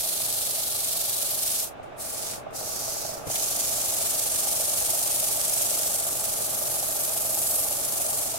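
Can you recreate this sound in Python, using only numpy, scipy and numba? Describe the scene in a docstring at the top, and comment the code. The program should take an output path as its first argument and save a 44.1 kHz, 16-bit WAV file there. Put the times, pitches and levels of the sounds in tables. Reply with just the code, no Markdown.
"""A wooden vase spins on a lathe: a worn bearing rattles the iron headstock over belt rumble and motor hum.
Gritty noise makes the sanding: it opens on the belly under a flat hand, throbbing once a turn on the uneven rim.
A brief fingertip touch and a steadier stroke near the neck follow, with knocks and brushes in between.
A long last stroke then surges and eases as the hand travels back over the belly and onto the crown.
Each grip colours the hiss; a gliding resonance of trapped air and faint echoes finish it."""
import sys
import numpy as np
from scipy import signal
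from scipy.fft import rfft, irfft
from scipy.io import wavfile
from scipy.ndimage import uniform_filter1d
from numba import njit

SR = 44100
rng = np.random.default_rng(int(sys.argv[2]) if len(sys.argv) > 2 else 0)


def persist_wave(psi):
    """Save psi, clipped to +-1, as 16-bit WAV."""
    counts = np.round(np.clip(psi, -1, 1) * 32767).astype(np.int16)
    wavfile.write(sys.argv[1], SR, np.atleast_2d(counts).T)


N = 369558
TIME = np.arange(N) / SR
FREQS = np.maximum(np.arange(N // 2 + 1) * SR / N, 1)

# the paper pressed on and lifted, a row per stroke: fully on t/s, starts to lift t/s, attack/s, release/s,
# fine hiss level/dB, coarse rasp level/dB, mid-stroke swell/dB, growth of the rasp/(dB/s)
STROKES = [(0, 1.607, .02, .112, -27.1, -34.9, -1.0, .3), (2.012, 2.3, .047, .128, -33.6, -39.5, -.5, 22),
           (2.57, 3.07, .05, .215, -35.8, -38.6, 3, 4), (3.335, 8.38, .09, .1, -27.7, -33.9, 0, -.05)]


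def from_db(db):
    """Decibels to gain."""
    return 10 ** (np.asarray(db) / 20)


def rms_one(x):
    """Scale to unit power."""
    return x / np.sqrt(np.mean(x ** 2) + 1e-20)


def in_time(rows):
    """Each column of a curve at every sample."""
    s, *columns = np.transpose(rows)
    return [np.interp(TIME, s, column) for column in columns]


def over_hz(points):
    """A spectrum table at every frequency, joined along log frequency."""
    hz, db = np.transpose(points)
    return np.interp(np.log(FREQS), np.log(hz), db)


def pan(side_db):
    """Left and right gains for a level difference, left minus right."""
    return from_db(np.array([[.5], [-.5]]) * side_db)


def drift(rate_hz):
    """Smooth random curve of unit power whose movement thins out above `rate_hz`."""
    spectrum = rfft(rng.standard_normal(N))
    return rms_one(irfft(spectrum / (1 + (FREQS / rate_hz) ** 2), N))


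def resonate(x, hz, width_hz):
    """Two-pole resonance with gain 1 on top."""
    r = np.exp(-np.pi * width_hz / SR)
    feed = (1 - r * r) / 2 * np.array([1, 0, -1])
    return signal.lfilter(feed, [1, -2 * r * np.cos(2 * np.pi * hz / SR), r * r], x)


def touch(on_s, lift_s, attack_s, release_s, off_db=30):
    """Gain of the paper's contact: it lands, holds and peels away, fastest when it barely touches."""
    # the attack starts and the release ends off_db down; beyond that the gain sinks on to four times off_db
    away = np.maximum((on_s - TIME) / attack_s, 0) + np.maximum((TIME - lift_s) / release_s, 0)
    return from_db(-off_db * np.minimum(away, 2) ** 2)


def drive(rumble_db=-2.5, side_db=-1.0, shared=0.68):
    """Belt, fan and frame rumble as diffuse noise; the motor's wavering hum is partly the same on both sides."""
    # broad rumble: f/Hz, relative spectral level/dB
    rumble_colour = [(20, -1.5), (50, -1), (85, -1.5), (170, -2.5), (320, 0.5), (470, 2.7), (750, -6),
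                     (970, -5.5), (1400, -5), (2000, -12.5), (2600, -11.5), (3100, -18), (3650, -18),
                     (4200, -25), (7500, -32), (10000, -39), (15000, -43)]
    # narrow hum resonances: f/Hz, width/Hz, level/dB
    hum_bands = [(97, 9.9, -18), (123.8, 11, -16.5)]
    noise = rfft(rng.standard_normal((2, N)))
    rumble = rms_one(irfft(noise * from_db(over_hz(rumble_colour)), N))
    common = np.sqrt(shared) * rng.standard_normal(N)
    shake = common + np.sqrt(1 - shared) * rng.standard_normal((2, N))
    hum = sum(from_db(db) * rms_one(resonate(shake, hz, width)) for hz, width, db in hum_bands)
    return (from_db(rumble_db) * rumble + hum) * pan(side_db)


def bearing(turn, rough_db=1.27, level_db=-.8):
    """Balls grind in their race, harder at every beat of shaft and cage, and set the headstock ringing."""
    # headstock resonances: f/Hz, half the width of each filter pass/Hz, relative level/dB, left minus right/dB
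    headstock_modes = [(589, 63, -2, -1.5), (669, 51.4, -1.8, -2.5), (815, 70, -4.2, -1),
                       (1172, 104, -13, 10.5), (1400, 60, -22, 8)]
    # beats of shaft, cage and balls: rate/(times per turn), depth/dB
    bearing_beats = [(.608, 1.35), (1, 1.25), (1.391, .5), (2, 2.6), (2.867, 1.5), (4.867, 1.7)]
    tight_turn = 4.81   # turn at which all the beats fall together
    lean_db, growth_db_per_s = 1.0, .22   # harder under the hand, and as the work goes on
    load_db = sum(depth * np.cos(2 * np.pi * order * (turn - tight_turn)) for order, depth in bearing_beats)
    grind = rng.standard_normal((2, N)) * from_db(load_db + rough_db * drift(150))
    rings = np.zeros((2, N))
    for k, (hz, half_width, db, side_db) in enumerate(headstock_modes):
        ring = resonate(resonate(grind, hz, 2 * half_width), hz, 2 * half_width)
        rings += from_db(db) * pan(side_db) * rms_one(ring) * (-1) ** k   # neighbours in opposite phase
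    leaning = sum(touch(*row[:4]) for row in STROKES)
    return from_db(level_db + lean_db * leaning + growth_db_per_s * TIME) * rms_one(rings)


def handling():
    """Each knock or brush of hand and paper is a noise burst that dies quickly in one broad resonance."""
    # t/s, starting level/dB, f/Hz, width/Hz, time to fall 60 dB/s
    hand_noises = [(1.83, -55.5, 8000, 7000, 0.21), (2.335, -41, 2200, 1500, .08),
                   (2.507, -55, 8000, 7000, .07), (3.269, -31, 40, 170, .12), (3.355, -30, 3150, 1200, .06)]
    out, noise = np.zeros((2, N)), rng.standard_normal((2, N))
    for s, db, hz, width, t60 in hand_noises:
        fade = (TIME >= s) * from_db(db - 60 * np.clip((TIME - s) / t60, 0, 2))
        out += fade * rms_one(resonate(noise, hz, width))
    return out


def grit(per_s, spread_db):
    """Spectrum of countless grains tearing fibres: clicks of random size, scattered differently to each side."""
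    sizes = from_db(spread_db * rng.standard_normal((2, N))) * rng.standard_normal((2, N))
    lands = rng.random((2, N)) < per_s / SR
    return rfft(sizes * lands)


def contact(turn, runout_db, catch_db, flutter_db):
    """Pressure follows the out-of-round rim once a turn; the paper also catches and flutters at random."""
    # the wood falls away quickly at its low side and comes back slowly: share of a turn, height 0-1
    rim_profile = [(.02, 0.59), (.23, 1), (.38, 0.26), (.5, 0.11), (.65, 0.15), (.83, 0.6)]
    share, height = np.transpose(rim_profile)
    rim = np.interp(turn, share, height, period=1)
    return rms_one(from_db(runout_db * rim + catch_db * drift(530) + flutter_db * drift(34)))


def travel():
    """Changes of hiss and rasp (dB) as the hand presses harder and softer on its way along the vase."""
    # hand pressure, of which only the swing about its mean counts: t/s, level/dB
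    hand_pressure = [(3.42, -31), (5.59, -29), (6.28, -32), (7.16, -31), (7.55, -28), (7.8, -32),
                     (8.05, -30), (8.23, -31), (8.38, -38)]
    rasp_follows = .2   # share of the swing that reaches the coarse rasp
    crown_s, slide_s, crown_rasp_db = 5.85, .2, -2.8   # the paper rasps less on the crown
    pressure_db, = in_time(hand_pressure)
    swing_db = pressure_db - pressure_db.mean()
    on_crown = np.clip((TIME - crown_s) / slide_s, 0, 1)
    return swing_db, rasp_follows * swing_db + crown_rasp_db * on_crown


def stroke(grains, row, colour, changes=(0, 0), split_hz=7000, skirt_hz=1700):
    """One stroke: the grip colours the grains, the level bends mid-stroke and the rasp drifts against the hiss."""
    # where the hiss is heard: f/Hz, left minus right/dB
    hiss_side = [(2000, 1.5), (4100, -2.5), (4900, -3), (6000, -4.5), (7600, 0.1), (12000, 0)]
    on_s, lift_s, attack_s, release_s, hiss_db, rasp_db, swell_db, growth = row
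    skirt = 1 / np.sqrt(1 + (skirt_hz / FREQS) ** 6)   # thins the lows
    coloured = grains * from_db(over_hz(colour)) * skirt * pan(over_hz(hiss_side))
    fine_share = 1 / (1 + (split_hz / FREQS) ** 20)
    fine = irfft(coloured * fine_share, N)
    coarse = irfft(coloured * (1 - fine_share), N)
    from_middle_s = np.clip(TIME, on_s, lift_s) - (on_s + lift_s) / 2
    swell = from_db(swell_db * np.cos(np.pi * from_middle_s / (lift_s - on_s)))
    envelope = touch(on_s, lift_s, attack_s, release_s) * swell
    hiss = from_db(hiss_db + changes[0]) * rms_one(fine)
    rasp = from_db(rasp_db + growth * from_middle_s + changes[1]) * rms_one(coarse)
    return envelope * (hiss + rasp)


@njit
def gliding_resonance(x, angle, r):
    """Two-pole resonance whose centre (radians a sample) moves; gain 1 on top."""
    y = np.zeros_like(x)
    for i in range(2, len(x)):
        y[i] = (1 - r * r) / 2 * (x[i] - x[i - 2]) + 2 * r * np.cos(angle[i]) * y[i - 1] - r * r * y[i - 2]
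    return y


def pocket(hiss, width_hz=1300):
    """The wedge of air between paper and wood lifts one gliding band, most while the hand rests."""
    # centre of the air pocket under the flat hand: t/s, f/Hz
    pocket_path = [(0, 4100), (1.15, 3900), (1.6, 6000), (3.4, 6300), (4.5, 9100), (5.2, 9300), (5.6, 8000),
                   (6.3, 7960), (6.55, 11900), (7.65, 12100), (8.2, 8300)]
    steady_lift_db, blur_octaves_per_s = 2.5, 1.2   # lift under a steady hand; glide that halves it
    hz, = in_time(pocket_path)
    glide = uniform_filter1d(np.abs(np.gradient(np.log2(hz))) * SR, size=4096)   # octaves per s
    lift_db = steady_lift_db / (1 + (glide / blur_octaves_per_s) ** 2)
    angle, r = 2 * np.pi * hz / SR, np.exp(-np.pi * width_hz / SR)
    ring = np.array([gliding_resonance(side, angle, r) for side in hiss])
    return hiss + (from_db(lift_db) - 1) * ring


def scatter(hiss, echo_db=-22, nearest_s=0.001002, farthest_s=.007, count=9):
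    """Bed, motor and sleeve throw back many faint echoes, whose paths sway as the hand wanders."""
    out, wander = hiss.copy(), drift(.6)
    for side in range(2):
        paths_s = rng.uniform(nearest_s, farthest_s, count)   # before the sway
        sways = rng.normal(0, 0.018, count)   # share of each path
        for k, (path_s, sway) in enumerate(zip(paths_s, sways)):
            heard_from = TIME - path_s * (1 + sway * wander)
            out[side] += from_db(echo_db) * (-1) ** k * np.interp(heard_from, TIME, hiss[side])
    return out


def sanding(turn):
    """The flat hand on the wide belly throbs strongly; fingertips near the narrow neck ride more evenly."""
    # colour of the paper in each grip: f/Hz, relative spectral level/dB
    palm_colour = [(2000, -20), (2800, -15), (4100, -10), (4800, -10), (6000, -9.5), (7500, -5.5),
                   (8800, -2), (12000, -3), (13500, -5), (15500, -11.5)]
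    touch_colour = [(2000, -22), (3400, -19), (4600, -14), (6300, -12), (8800, -5), (11000, -6.5),
                    (13000, -11), (15500, -14)]
    neck_colour = [(2000, -19), (3400, -13.5), (4700, -5.3), (6300, -2), (7500, -2), (8300, 0.5),
                   (9700, -2.5), (11000, -0.5), (13000, -3), (15500, -9)]
    sweep_colour = [(2000, -17.5), (2750, -13.5), (4200, -10), (5400, -7.5), (7000, -3), (8800, 0.5),
                    (11500, 0), (13500, -3), (15500, -9.5)]
    grains = grit(per_s=36000, spread_db=1.0)
    palm, light_touch, on_neck, sweep = STROKES
    belly = stroke(grains, palm, palm_colour) + stroke(grains, sweep, sweep_colour, travel())
    neck = stroke(grains, light_touch, touch_colour) + stroke(grains, on_neck, neck_colour)
    belly_hiss = pocket(belly) * contact(turn, runout_db=5.0, catch_db=1.09, flutter_db=0.55)
    neck_hiss = neck * contact(turn, runout_db=2.5, catch_db=.85, flutter_db=.7)
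    return scatter(belly_hiss + neck_hiss)


def scene():
    """Paper and machine share the turning of the spindle."""
    # spindle, a little faster between the two long strokes: t/s, speed/(turns per s)
    spindle_speed = [(0, 23.82), (1.6, 23.84), (2.0, 23.97), (3.3, 23.93), (4.6, 23.85), (5.2, 23.72),
                     (6.0, 23.8), (8.4, 23.71)]
    # loudness of the machine, applied to bearing and drive together: t/s, level/dB
    lathe_level = [(0, -42.3), (1.6, -42.6), (3.1, -39.8), (8.38, -40)]
    turn = np.cumsum(in_time(spindle_speed)[0]) / SR
    machine = from_db(in_time(lathe_level)[0]) * (drive() + bearing(turn))
    return machine + handling() + sanding(turn)


def record(dry):
    """The top is cut steeply by an elliptic low-pass."""
    cutoff_hz, ripple_db, stop_db = 15800, .1, 90
    return signal.sosfilt(signal.ellip(14, ripple_db, stop_db, cutoff_hz, fs=SR, output="sos"), dry)


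dry = scene()
out = record(dry)
persist_wave(out)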